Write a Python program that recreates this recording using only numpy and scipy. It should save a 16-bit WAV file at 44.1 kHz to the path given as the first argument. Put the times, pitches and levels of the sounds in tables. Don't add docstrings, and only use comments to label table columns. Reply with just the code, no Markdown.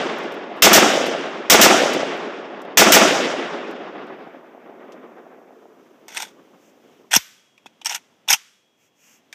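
import sys
import numpy as np
from scipy import signal
from scipy.fft import rfft, irfft, next_fast_len
from scipy.io import wavfile
from scipy.ndimage import uniform_filter1d

SR = 44100
rng = np.random.default_rng(int(sys.argv[2]) if len(sys.argv) > 2 else 0)


def amp(db):
    return 10 ** (np.asarray(db, float) / 20)


def write(x):
    x = np.atleast_2d(x).T
    wavfile.write(sys.argv[1], SR, np.round(np.clip(x, -1, 1) * 32767).astype(np.int16))


N = 411894
TIME = np.arange(N) / SR


# start in seconds, blast level in dB.
SHOTS = [
    (-.521, 4.5),
    (-.407, -2.5),
    (.6216, 1),
    (.7305, -1),
    (1.4986, 0.5),
    (1.6128, -0.5),
    (2.7722, 1),
    (2.9203, 1),
]
# frequency in Hz, level in dB per Hz.
CRACK = [(100, -31), (400, -13), (1200, -1.5), (3000, -4), (6500, -1.5), (10000, -10.5), (15000, 1.5)]


def gunfire(same, other):
    out, t = np.zeros(N), TIME[:SR // 2]
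    blast_fade = amp(1.5) * np.exp(-t / 0.0071) + amp(-0.5) / (1 + (t / 0.042) ** 5.0)
    linger_fade = amp(-12) * np.exp(-t / 0.24) * (1 - 2 * t) ** 2
    onset = np.minimum(t / 0.0006, 1)
    low_pass = signal.butter(4, 12800, fs=SR, output="sos")
    for k, (s, db) in enumerate(SHOTS):
        drift = other * np.cos(2.4 * k)
        add(out, s, amp(db) * (same + 0.5 * drift))
        crack = unit(colour(rng.standard_normal(len(t)), CRACK))
        dull = signal.sosfilt(low_pass, crack)
        linger = dull + np.exp(-t / 0.08) * (crack - dull)
        add(out, s, (blast_fade * crack + linger_fade * linger) * onset)
    return out


# frequency in Hz, starting level in dB per Hz,
# loss to air and leaves in dB per second.
BLAST = [(40, -44, 6.5), (88, -38.5, 5.5), (208.5, -0.5, -4), (350, 1, -3.5), (727, 1.5, 5),
         (1110, -4, 3.5), (2200, -6, 15), (2700, -6, 22.5), (3480, -7, 21.5), (5640, -5.5, 48),
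         (9000, -6, 76), (14000, -25, 104.5)]
# delay after a shot in seconds, level over the wash in dB.
ECHOES = [(.032, 10), (.051, 14.5), (.099, 12), (.112, 6.5), (.135, 4.5), (.34, 8), (.474, 4.5), (0.622, 5),
          (1.039, 2.5), (1.185, 8.5), (1.21, 7.5), (1.355, 9), (1.661, 5), (4.129, 8)]
# delay after a shot in seconds, level over the wash in dB.
SLAPS = [(.17, 3), (.2055, 9.5), (.223, 8), (.246, 9.5), (0.2817, 10.5), (.335, 8), (.353, 8.5), (.385, 8),
         (.4185, 12), (.53, 6), (1.66, 11), (1.776, 12), (1.806, 15), (1.97, 7.5), (2.12, 8), (2.17, 9),
         (2.345, 9), (2.496, 14), (2.735, 16.5)]


def woods():
    t = np.arange(int(4.3 * SR)) / SR
    size = next_fast_len(len(t))
    octave = np.log2(np.maximum(np.fft.rfftfreq(size, 1 / SR), 1))
    spectrum = rfft(grit(len(t), rough_db=1.8), size)
    echo_spread_s = 0.0065
    echoes = sum((amp(db) - 1) * np.exp(-((t - s) / echo_spread_s) ** 2) for s, db in ECHOES)
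    path = t / (1 + t / 1.78)
    flutter_db = 2.4 * np.minimum(t / 1.5, 1) * walk(len(t), 60)
    out = 0
    for centre in np.arange(5, 14.5, 0.5):
        hz = 2 ** centre
        half_octave = np.clip(1 - 2 * abs(octave - centre), 0, 1)
        part = irfft(spectrum * half_octave, size)[:len(t)]
        clumps_db = 2.0 * walk(len(t), 40)
        db = along(BLAST, hz) - along(BLAST, hz, axis=2) * path + flutter_db + clumps_db
        out = out + part * amp(db) * (1 + echoes / (1 + (hz / 1500) ** 2))
    for s, db in SLAPS:
        slap_hz = 535 + 60 * s
        swing = 2 * np.pi * slap_hz * t[:400]
        add(out, s, amp(db - 11) * np.sin(swing) * swing * np.exp(-swing / 3.5))
    return above(out * wash(t) * amp(15.5), 89)


# delay after a shot in seconds, level in dB, spread in seconds.
SLOPES = [(1.22, -42.5, .17), (2.1, -45, .3), (2.65, -52.5, .2), (3.35, -53.5, .45), (4.12, -57, .11)]


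def wash(t):
    close = amp(-15 - 61 * t)
    wood = amp(-17 - 21 * t)
    power = close ** 2 + wood ** 2
    power += sum(amp(db) ** 2 * np.exp(-((t - s) / spread) ** 2) for s, db, spread in SLOPES)
    fill_db = -6 * np.exp(-t / 0.011)
    return np.sqrt(power) * amp(fill_db)


def steel():
    out = np.zeros(N)
    blows(out)
    knocks(out)
    rings(out)
    thumps(out)
    slides(out)
    return out


# start in seconds, peak level in dB,
# struck part in Hz, treble in dB.
MAGAZINE = [(6.0821, -26, 2380, -6), (6.1472, -23, 1600, -7), (6.1708, -8.5, 2540, -13.5),
            (6.1762, -12, 2140, -11), (6.2284, -22, 2280, -7), (7.1114, -19.5, 2567, -13),
            (7.1182, -13, 3370, -8), (7.1316, -3, 1566, -9), (7.1377, 1.5, 1644, -3.5),
            (6.2213, -28, 2900, 5), (7.1455, -9, 2750, -2), (7.1509, -4.5, 3460, 2),
            (7.1586, -4.5, 2976, 0), (7.1629, -3.5, 2800, 7.5)]
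PULL = [(7.5783, -41, 2570, -32), (7.6592, -37, 3350, -17), (7.6642, -31.5, 2600, -35),
        (7.815, -31.5, 3060, -30), (7.8474, -28, 3050, 4), (7.8585, -10, 3000, -6),
        (7.8674, -15, 1820, -2.5), (7.895, -15.5, 1680, -6), (7.9004, -22, 2260, -8.5),
        (7.914, -21, 1520, -4), (7.928, -20, 2800, -19), (7.9467, -17, 3620, 3), (7.9505, -18, 1750, -5),
        (7.9584, -20.5, 2950, -7)]
RELEASE = [(8.2781, -25, 1410, -18), (8.2875, -9, 3595, -21.5), (8.3025, -7, 1688, -0.5),
           (8.306, -7, 3603, 3.5), (8.3159, -3, 2580, -14), (8.3284, -12.5, 2602, 13.5),
           (8.3342, -4.5, 3240, -13.5), (8.3412, -13.5, 2855, -18), (9.3273, -26.5, 2500, -20)]
BLOW_T60_S = [0.025, 0.039, 0.042]
STOCK_DB = [-20.5, -20.5, -20]


def blows(out):
    t = TIME[:SR // 8]
    for action, t60, stock_db in zip((MAGAZINE, PULL, RELEASE), BLOW_T60_S, STOCK_DB):
        for s, db, hz, treble_db in action:
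            push = grit(len(t), rough_db=1.5) * np.exp(-np.log(1000) * t / max(t60, 0.004))
            push[:1] += amp(8.5)
            part = amp(5.5) * band(band(push, hz, 520), hz, 520)
            stock = amp(stock_db + 22.5) * wood_body(push)
            add(out, s, amp(db + 2.5) * (part + stock + receiver(push, treble_db, scatter_db=4)))


# start in seconds, level in dB.
KNOCKS = [
    (6.0821, -44),
    (6.2284, -34.5),
    (7.1376, -20),
    (7.1624, -18),
    (7.6595, -40),
    (7.8155, -44.5),
    (7.9146, -31),
    (8.2781, -37),
    (8.306, -22),
]


def knocks(out):
    for s, db in KNOCKS:
        add(out, s, amp(db + 36.5) * wood_body(np.exp(-TIME[:SR // 8] / 0.000099)))


# start in seconds, frequency in Hz, level in dB,
# fall by 60 dB in seconds.
RINGS = [
    (7.164, 1520, -51, 0.74),
    (7.164, 3296, -62, 3.5),
    (7.164, 11840, -53, 0.21),
    (7.164, 12740, -36, 0.39),
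    (7.164, 13650, -31, .2),
    (8.335, 3310, -65.5, 4.),
    (8.335, 12700, -48, 0.25),
    (8.335, 6150, -56.5, 0.35),
]


def rings(out):
    t = TIME[:2 * SR]
    for s, hz, db, t60 in RINGS:
        add(out, s, amp(db - 60 * t / t60) * np.sin(2 * np.pi * hz * t))


THUMP_S = [
    7.165,
    7.166,
    7.66,
    8.336,
]
# level in dB, frequency in Hz.
THUMPS = [
    (-5.5, 330),
    (-18, 150),
    (-34, 370),
    (-28.5, 280),
]


def thumps(out):
    t = TIME[:SR // 8]
    for s, (db, hz) in zip(THUMP_S, THUMPS):
        swing = np.sin(2 * np.pi * hz * t / (1 + t / 0.023))
        fade = np.exp(-t * hz / 1.7) * np.minimum(t / 0.00056, 1)
        add(out, s, above(amp(db) * fade * swing, 60))


# start in seconds, stop in seconds, quiet again at seconds,
# level at the stop in dB, treble in dB.
SLIDES = [
    (6.079, 6.142, 6.156, -44.5, -8.5),
    (6.146, 6.225, 6.32, -35.5, -8),
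    (7.108, 7.179, 7.2, -27, -3.5),
    (7.846, 7.959, 8.0, -34.5, -7),
    (8.28, 8.343, 8.375, -28, 0.5),
]


def slides(out):
    attack_s, swell_db_s, drop_db = 0.004, 76, 33.5
    for start, stop, end, db, treble_db in SLIDES:
        span = np.arange(start, end, 1 / SR)
        first_db = db - swell_db_s * (stop - start)
        speed_db = np.interp(span, [start, start + attack_s, stop, end],
                             [first_db - 19.5, first_db, db, db - drop_db])
        rub = grit(len(span), rough_db=1.8)
        lumps_db = 2.4 * walk(len(span), 300)
        stock = amp(10.5) * band(band(rub, 910, 190), 910, 190)
        body = receiver(rub, treble_db, scatter_db=3) + stock + amp(4.5) * band(rub, 2100, 1100)
        add(out, start, 3.74 * body * amp(speed_db + lumps_db))


# frequency in Hz, width in Hz, level in dB.
RECEIVER = [(1520, 180, -1), (2800, 740, -5), (3470, 570, -5.5), (4300, 800, -3.5), (5760, 1100, 3),
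            (6580, 1200, -1.5), (8330, 1300, 3.5), (11800, 2000, -2.5)]


def receiver(push, treble_db, scatter_db):
    share = scatter_db * rng.standard_normal(len(RECEIVER))
    parts = []
    for (hz, width, db), change_db in zip(RECEIVER, share):
        parts.append(amp(db + change_db) * band(band(push, hz, 1.7 * width), hz, 1.7 * width))
    broad = amp(-2.5) * above(band(push, 3900, 2700), 1100)
    treble = sum(parts[3:]) + amp(-6.5) * above(push, 3600)
    return sum(parts[:3]) + broad + amp(treble_db) * treble


def wood_body(push):
    return band(band(push, 870, 270), 870, 270)


# frequency in Hz, level in dB per Hz.
NEAR = [(300, -29.5), (1200, 0), (2500, 0.5), (6000, 0), (10000, -5.5), (15000, -15)]


def near_trees(metal):
    t = TIME[:SR // 2]
    fade = np.exp(-t / 0.014) + amp(-12.5) * np.exp(-t / 0.097)
    power = signal.fftconvolve(metal ** 2, fade ** 2)[:N]
    return amp(-52.5) * np.sqrt(np.maximum(power, 0)) * unit(colour(rng.standard_normal(N), NEAR))


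# start
# in seconds, peak level in dB, centre frequency in Hz, length in seconds.
CASES = [(0.185, -34.5, 13000, 0.0026), (.235, -47, 11000, .006), (.321, -40, 11500, 0.0051),
         (0.34, -44, 13000, .006), (0.563, -55, 11200, 0.036), (1.063, -29, 9000, 0.014),
         (1.934, -23, 9000, 0.0075), (2.17, -48, 12000, 0.0069), (2.618, -42.5, 10860, 0.0051),
         (2.65, -54, 11000, .005), (3.711, -44, 11450, 0.0043), (4.068, -58, 6940, 0.0088),
         (4.921, -46, 3720, 0.011), (9.3272, -35, 5600, .006)]
# start in seconds, level in dB.
JOLTS = [
    (.185, -48),
    (.321, -55),
    (2.618, -66.5),
]


def cases():
    out, t = np.zeros(N), TIME[:SR // 10]
    for s, db, hz, length in CASES:
        tick = unit(band(rng.standard_normal(len(t)), hz, 0.95 * hz))
        add(out, s, amp(db) * np.exp(-t / length) * tick)
    for s, db in JOLTS:
        add(out, s, amp(db) * np.exp(-t / 0.018) * np.sin(2 * np.pi * 32 * t))
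    return out


# peak in seconds, level in dB, rise by 20 dB in seconds, fall by 20 dB in seconds.
SLEEVE = [
    (6.682, -62, .12, .045),
    (8.85, -64, .09, .05),
    (9.12, -54.5, .17, .085),
]


def sleeve():
    cloth = colour(grit(N, rough_db=1.5),
                   [(800, -5), (1900, -5), (2700, 3.0), (3600, -14), (6500, 2.0), (9500, -8), (13000, -4.0)])
    strokes = 0
    for s, db, rise, fall in SLEEVE:
        away = (TIME - s) / np.where(TIME < s, -rise, fall)
        strokes = strokes + amp(db + 3.5 - 20 * away ** 3)
    return unit(cloth) * strokes


# frequency in Hz, level in dB per Hz.
HUSH = [(40, -45.5), (100, -14), (224, -4.5), (840, -12), (1500, -18), (3300, -17), (4300, -28.5),
        (6000, -24), (9500, -38.5), (15000, -37)]
# frequency in Hz, level in dB per Hz.
HISS = [(3000, -12), (6000, 4), (9500, -10), (12500, -1.5), (15000, -1)]
# start in seconds, drop in dB, held in seconds, back in seconds.
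HUSH_DUCKS = [
    (0, 12, 4.5, 1.5),
    (7.15, 6, .05, .5),
    (8.3, 7, 0.13, 0.97),
]
HISS_DUCKS = [
    (0, 17, 3.4, .8),
    (7.15, 25, .3, 2.5),
]


def hush():
    air = unit(colour(rng.standard_normal(N), HUSH)) * ducked(-58, HUSH_DUCKS) * amp(1.2 * walk(N, 8.3))
    return air + unit(colour(rng.standard_normal(N), HISS)) * ducked(-69.5, HISS_DUCKS)


def ducked(db, ducks):
    for s, drop, held, back in ducks:
        db = db - drop * (TIME >= s) * np.clip(1 - (TIME - s - held) / back, 0, 1)
    return amp(db)


def along(table, hz, axis=1):
    table = np.array(table)
    return np.interp(np.log(np.maximum(hz, 1)), np.log(table[:, 0]), table[:, axis])


def colour(x, table):
    size = next_fast_len(len(x))
    gain = amp(along(table, np.fft.rfftfreq(size, 1 / SR)))
    return irfft(rfft(x, size) * gain, size)[:len(x)]


def unit(x):
    return x / np.sqrt(np.mean(x ** 2))


def band(x, hz, width):
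    return signal.lfilter(*signal.iirpeak(hz, hz / width, SR), x)


def above(x, hz):
    return signal.sosfilt(signal.butter(4, hz, "high", fs=SR, output="sos"), x)


def add(out, s, piece):
    i = int(round(s * SR))
    a, b = max(i, 0), min(i + len(piece), len(out))
    out[a:max(a, b)] += piece[a - i:b - i]


def grit(size, rough_db):
    return unit(rng.standard_normal(size) * amp(rough_db * rng.exponential(size=size)))


def walk(size, rate):
    k = int(SR / rate)
    held = np.repeat(rng.standard_normal(size // k + 1), k)
    return 1.2 * uniform_filter1d(held, k)[:size]


# frequency in Hz, level in dB.
MIC = [(60, -14.5), (150, -3.5), (700, -0.5), (950, -3.5), (1300, 0), (3500, 3), (4200, -4.5), (5600, 2),
       (7500, -1.5), (9800, -8.5), (12500, -3.5), (15000, -9)]


def scene():
    shots, metal = gunfire(woods(), woods()), steel()
    heard = shots + cases() + metal + near_trees(metal) + sleeve()
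    return (colour(heard, MIC) + hush())[None]


def top_cut(x):
    return signal.sosfilt(signal.butter(12, 15970, fs=SR, output="sos"), x)


def record(dry):
    hot = np.tanh((1.01 * abs(dry)) ** 1.593) ** (1 / 1.595) * np.sign(dry)
    hot = signal.lfilter([1, -1], [1, -np.exp(-2 * np.pi * 70 / SR)], hot)
    cut = signal.sosfilt(signal.ellip(8, 0.2, 50, 15250, fs=SR, output="sos"), hot)
    return top_cut(np.clip(0.71 * cut, -1, 1))


dry = scene()
out = record(dry)
write(out)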